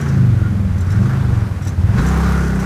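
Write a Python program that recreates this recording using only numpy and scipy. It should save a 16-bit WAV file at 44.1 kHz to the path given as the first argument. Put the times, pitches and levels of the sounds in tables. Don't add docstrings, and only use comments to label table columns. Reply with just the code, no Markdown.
import sys
import numpy as np
from scipy import signal
from scipy.io import wavfile
from scipy.ndimage import uniform_filter1d

SR = 44100
rng = np.random.default_rng(int(sys.argv[2]) if len(sys.argv) > 2 else 0)


def boost(x):
    u = np.asarray(x, float) / 20
    return 10 ** u


def dump_mix(stems):
    frames = np.atleast_2d(stems).T
    limited = np.clip(frames, -1, 1)
    pcm = np.round(limited * 32767).astype(np.int16)
    wavfile.write(sys.argv[1], SR, pcm)


N = 116865


def col(table, k):
    table = np.array(table, float)
    return np.interp(np.arange(N) / SR, table[:, 0], table[:, k])


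def unit(x):
    return x / np.sqrt(np.mean(x ** 2))


def band(x, hz, width):
    return signal.lfilter(*signal.iirpeak(min(hz, 0.45 * SR), hz / width, fs=SR), x)


def band_twice(x, hz, width):
    return band(band(x, hz, width), hz, width)


def noise():
    return rng.standard_normal(N)


def walk(rate):
    hold = int(SR / rate)
    levels = np.repeat(rng.standard_normal(N // hold + 1), hold)
    return 1.322 * uniform_filter1d(uniform_filter1d(levels, hold), hold)[:N]


def bump(centre_s, length_s):
    return np.exp(-((np.arange(N) / SR - centre_s) / length_s) ** 2)


def air(full):
    hiss_db, crackle_db, ticks_per_s = -58.5, -48, 1500
    happens = rng.random(N) < ticks_per_s / SR
    ticks = happens * noise() * boost(2.1 * rng.exponential(size=N))
    ticks = band(ticks, 6100, 1500) + 0.6 * band(ticks, 6700, 6000)
    hiss = boost(hiss_db) * unit(band(noise(), 7000, 7300))
    return hiss + boost(crackle_db + 2 * walk(18)) * full * unit(ticks)


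def panels():
    # centre in seconds, length in seconds, pitch in Hz, level in dB.
    buzzes = [(0.444, 0.058, 1420, -38), (0.963, 0.027, 1426, -38), (1.992, 0.037, 478, -33),
              (1.995, .025, 1069, -35), (1.998, 0.038, 1380, -49), (2.003, 0.022, 3950, -40.5),
              (2.148, 0.061, 1388, -37), (2.194, 0.12, 769, -33), (2.252, 0.23, 433, -35),
              (2.4, 0.17, 919, -40.5), (2.2, 0.092, 1072, -40), (2.265, 0.018, 1200, -33),
              (2.325, 0.12, 1432, -35), (2.334, 0.042, 1350, -38.5), (2.45, 0.067, 1441, -34),
              (2.543, 0.065, 1407, -42)]
    out = np.zeros(N)
    for centre_s, length_s, hz, db in buzzes:
        tone = unit(band(noise(), hz, 14))
        out += boost(db) * bump(centre_s, length_s) * tone
    return out


def clunk():
    knock = unit(band_twice(noise(), 1000, 2200))
    return boost(-29) * bump(1.992, 0.014) * knock


def jingle():
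    # start in seconds, peak in dB, main ring in Hz, length in seconds.
    contacts = [(0.0094, -30, 5700, 0.01), (0.083, -32, 5600, 0.012), (0.727, -50, 5960, 0.01),
                (0.778, -35.5, 6170, 0.013), (0.804, -33.5, 7200, 0.013), (0.862, -41, 5700, 0.01),
                (0.901, -33.5, 5510, 0.013), (0.9163, -34.5, 5330, 0.014), (0.9594, -38, 5440, 0.011),
                (1.618, -34.5, 5600, 0.028), (1.648, -32.5, 7700, 0.0078), (1.6693, -27.5, 5800, 0.014),
                (1.678, -28.5, 5970, 0.0063), (1.685, -32, 6300, 0.015), (1.99, -47, 6000, 0.0085),
                (2.062, -27, 5820, 0.017), (2.083, -27.5, 7230, 0.01), (2.162, -35, 6300, 0.0073),
                (2.55, -33, 8030, 0.014), (2.595, -31, 5800, 0.018)]
    # pitch in Hz, level in dB, decay time t60 in seconds.
    modes = [(3950, -8, 0.022), (5450, -8, 0.033), (6070, -3, .04), (6280, -15, 0.056), (7000, -8, .04),
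             (7600, -6, .04), (9740, -14, .03), (13200, -17, .025)]
    jingle_db, crack_db, main_t60_s, touch_rise_s = 0.5, -2, 0.043, 0.0019
    span = 6000
    out = np.zeros(N)
    for start_s, peak_db, main_hz, length_s in contacts:
        start = int(start_s * SR)
        age = np.arange(min(span, N - start)) / SR
        grit = rng.standard_normal(len(age)) * boost(0.84 * rng.exponential(size=len(age)))
        touch = grit * (1 - np.exp(-age / touch_rise_s)) * np.exp(-(age / length_s) ** 2)
        ring = boost(crack_db) * unit(band(touch, 4700, 7000))
        ring = ring + unit(band(touch, main_hz, 2.5 / main_t60_s))
        for hz, db, t60 in modes:
            detuned_hz = hz * (1 + 0.013 * rng.standard_normal())
            ring = ring + boost(db) * unit(band(touch, detuned_hz, 1 / t60))
        out[start:start + span] += boost(peak_db + jingle_db) * ring / np.abs(ring).max()
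    return out


def roar(cycle, full):
    # frequency in Hz, level in dB per Hz.
    spectrum = [(140, -31), (230, -8.5), (447, -13), (581, -17.5), (1300, -14.5), (1440, -10), (3110, -34),
                (6040, -33.5), (15000, -48.5)]
    # centre in Hz, width in Hz, level in dB.
    casing = [(409, 150, -5), (792, 87, -11.5), (1116, 90, -9.5), (1404, 240, -7), (6000, 660, -28.5)]
    gate, flicker_db, brighter_db = 0.15, 2.5, 0.5
    puff = 1 - gate + gate * 3 * np.exp(-(cycle % 1) / 0.33)
    curve_hz, curve_db = np.array(spectrum).T
    gas = 0
    for hz in 240 * 2 ** np.arange(0, 6.1, 1 / 3):
        db = np.interp(np.log(hz), np.log(curve_hz), curve_db) + 10 * np.log10(hz)
        db = db + flicker_db * walk(14) + brighter_db * full * np.log2(hz / 2700)
        gas = gas + boost(db) * unit(band_twice(noise(), hz, hz / 3))
    out = unit(gas)
    for hz, width_hz, db in casing:
        out = out + boost(db) * unit(band(noise(), hz, width_hz))
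    return unit(out * puff)


def exhaust_pipe(x):
    # centre in Hz, width in Hz, level in dB.
    resonances = [(99.6, 50, 3.5), (189.6, 13, -1.5), (285, 42.5, -17.5), (423, 154, -29)]
    return unit(sum(boost(db) * band_twice(x, hz, width_hz * 1.36) for hz, width_hz, db in resonances))


def throb(hz, cycle, full):
    # order in multiples of the cycle rate, level in dB.
    part_orders = [(1, -19), (2, -11.5), (3, -10), (4, -8), (5, 2), (6, -11), (7, -17), (8, -16.5),
                   (9, -21.5), (10, -22), (11, -23), (12, -35), (13, -32.5), (14, -23.5)]
    # order in multiples of the cycle rate, level in dB.
    full_orders = [(1, -15), (2, 2.5), (3, -27), (4, -3), (5, 0.5), (6, -10), (7, -18), (8, -16),
                   (9, -15.5), (10, -23.5), (11, -15), (12, -16), (13, -16.5), (14, -19)]
    wander_db, weak_wander, wander_rad, spread_rad = 2.2, 0.6, 0.35, 0.349
    silencer_hz, silencer_width_hz, silencer_db = 187, 13, 14
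    pulse_scatter_db, pipe_db, rumble_db, full_pipe_db, ground_db = 2, -9.5, -10, -4.5, -18.5
    orders = 0
    for (k, part_db), (_, full_db) in zip(part_orders, full_orders):
        unsteady_db = wander_db * (1 + weak_wander * abs(max(part_db, full_db)) / 10)
        db = part_db + (full_db - part_db) * full + unsteady_db * walk(6.81)
        db = db + silencer_db / (1 + ((k * hz - silencer_hz) / silencer_width_hz) ** 2)
        phase = 2 * np.pi * k * cycle + spread_rad * (k - 5) ** 2 + wander_rad * walk(12)
        orders = orders + boost(db) * np.cos(phase)

    turn = np.floor(cycle).astype(int)
    size = boost(pulse_scatter_db * rng.standard_normal(200))[turn]
    pulses = np.diff(turn, prepend=0) * size
    rough = boost(pipe_db) * exhaust_pipe(pulses) + boost(rumble_db) * exhaust_pipe(noise())
    ground = band(noise(), 59, 35) - band(noise(), 145, 80)
    rough = rough + boost(ground_db) * unit(ground)

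    stumble = bump(1.633, 0.13)
    lumps = 1 - 0.9 * bump(1.86, 0.13) * np.sin(np.pi * (cycle - 0.3)) ** 2
    steady = unit(orders) * lumps * boost(-12 * stumble)
    return steady + rough * boost(full_pipe_db * (full - stumble))


def scene():
    # time in seconds, cycle rate in Hz.
    speed = [(0, 28.6), (.2, 25.8), (.33, 23.6), (.5, 22.4), (.65, 19.4), (.8, 17.5), (.9, 18.6), (1.0, 23),
             (1.08, 26), (1.16, 26.8), (1.32, 23.6), (1.47, 21.6), (1.78, 16.5), (1.93, 21), (2.04, 31),
             (2.15, 33.2), (2.32, 34), (2.65, 31.2)]
    # time in seconds, throb level in dB, load (roar) level in dB.
    effort = [(0.0, -16, -31.5), (0.29, -11.5, -38), (0.79, -14.5, -40.5), (1.06, -11.5, -32.5),
              (1.12, -16.5, -32.5), (1.34, -11, -35.5), (1.65, -20, -40), (1.67, -16, -38),
              (1.76, -17.5, -40.5), (1.8, -11, -40.5), (1.93, -12, -33.5), (2.0, -11.5, -26),
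              (2.01, -15.5, -28), (2.28, -14.5, -26.5), (2.57, -17.5, -32), (2.65, -20, -29)]
    throttle_opens_s, opening_s, roar_db = 1.975, 0.015, 2
    hz = uniform_filter1d(col(speed, 1), size=2000) * (1 + 0.007 * walk(20))
    cycle = 0.3 + np.cumsum(hz) / SR
    full = 1 / (1 + np.exp(-(np.arange(N) / SR - throttle_opens_s) / opening_s))
    engine = boost(col(effort, 1)) * throb(hz, cycle, full)
    engine = engine + boost(col(effort, 2) + roar_db) * roar(cycle, full)
    return (engine + panels() + air(full) + jingle() + clunk())[None]


def band_limit(x):
    return signal.sosfilt(signal.butter(12, 15260, fs=SR, output="sos"), x)


def record(dry):
    low_cut = signal.butter(2, 40, "high", fs=SR, output="sos")
    top_cut = signal.ellip(10, 0.2, 80, 15300, fs=SR, output="sos")
    x = signal.sosfilt(low_cut, dry)
    x = np.tanh(1.1 * x) / 1.1
    return band_limit(signal.sosfilt(top_cut, x))


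dry = scene()
out = record(dry)
dump_mix(out)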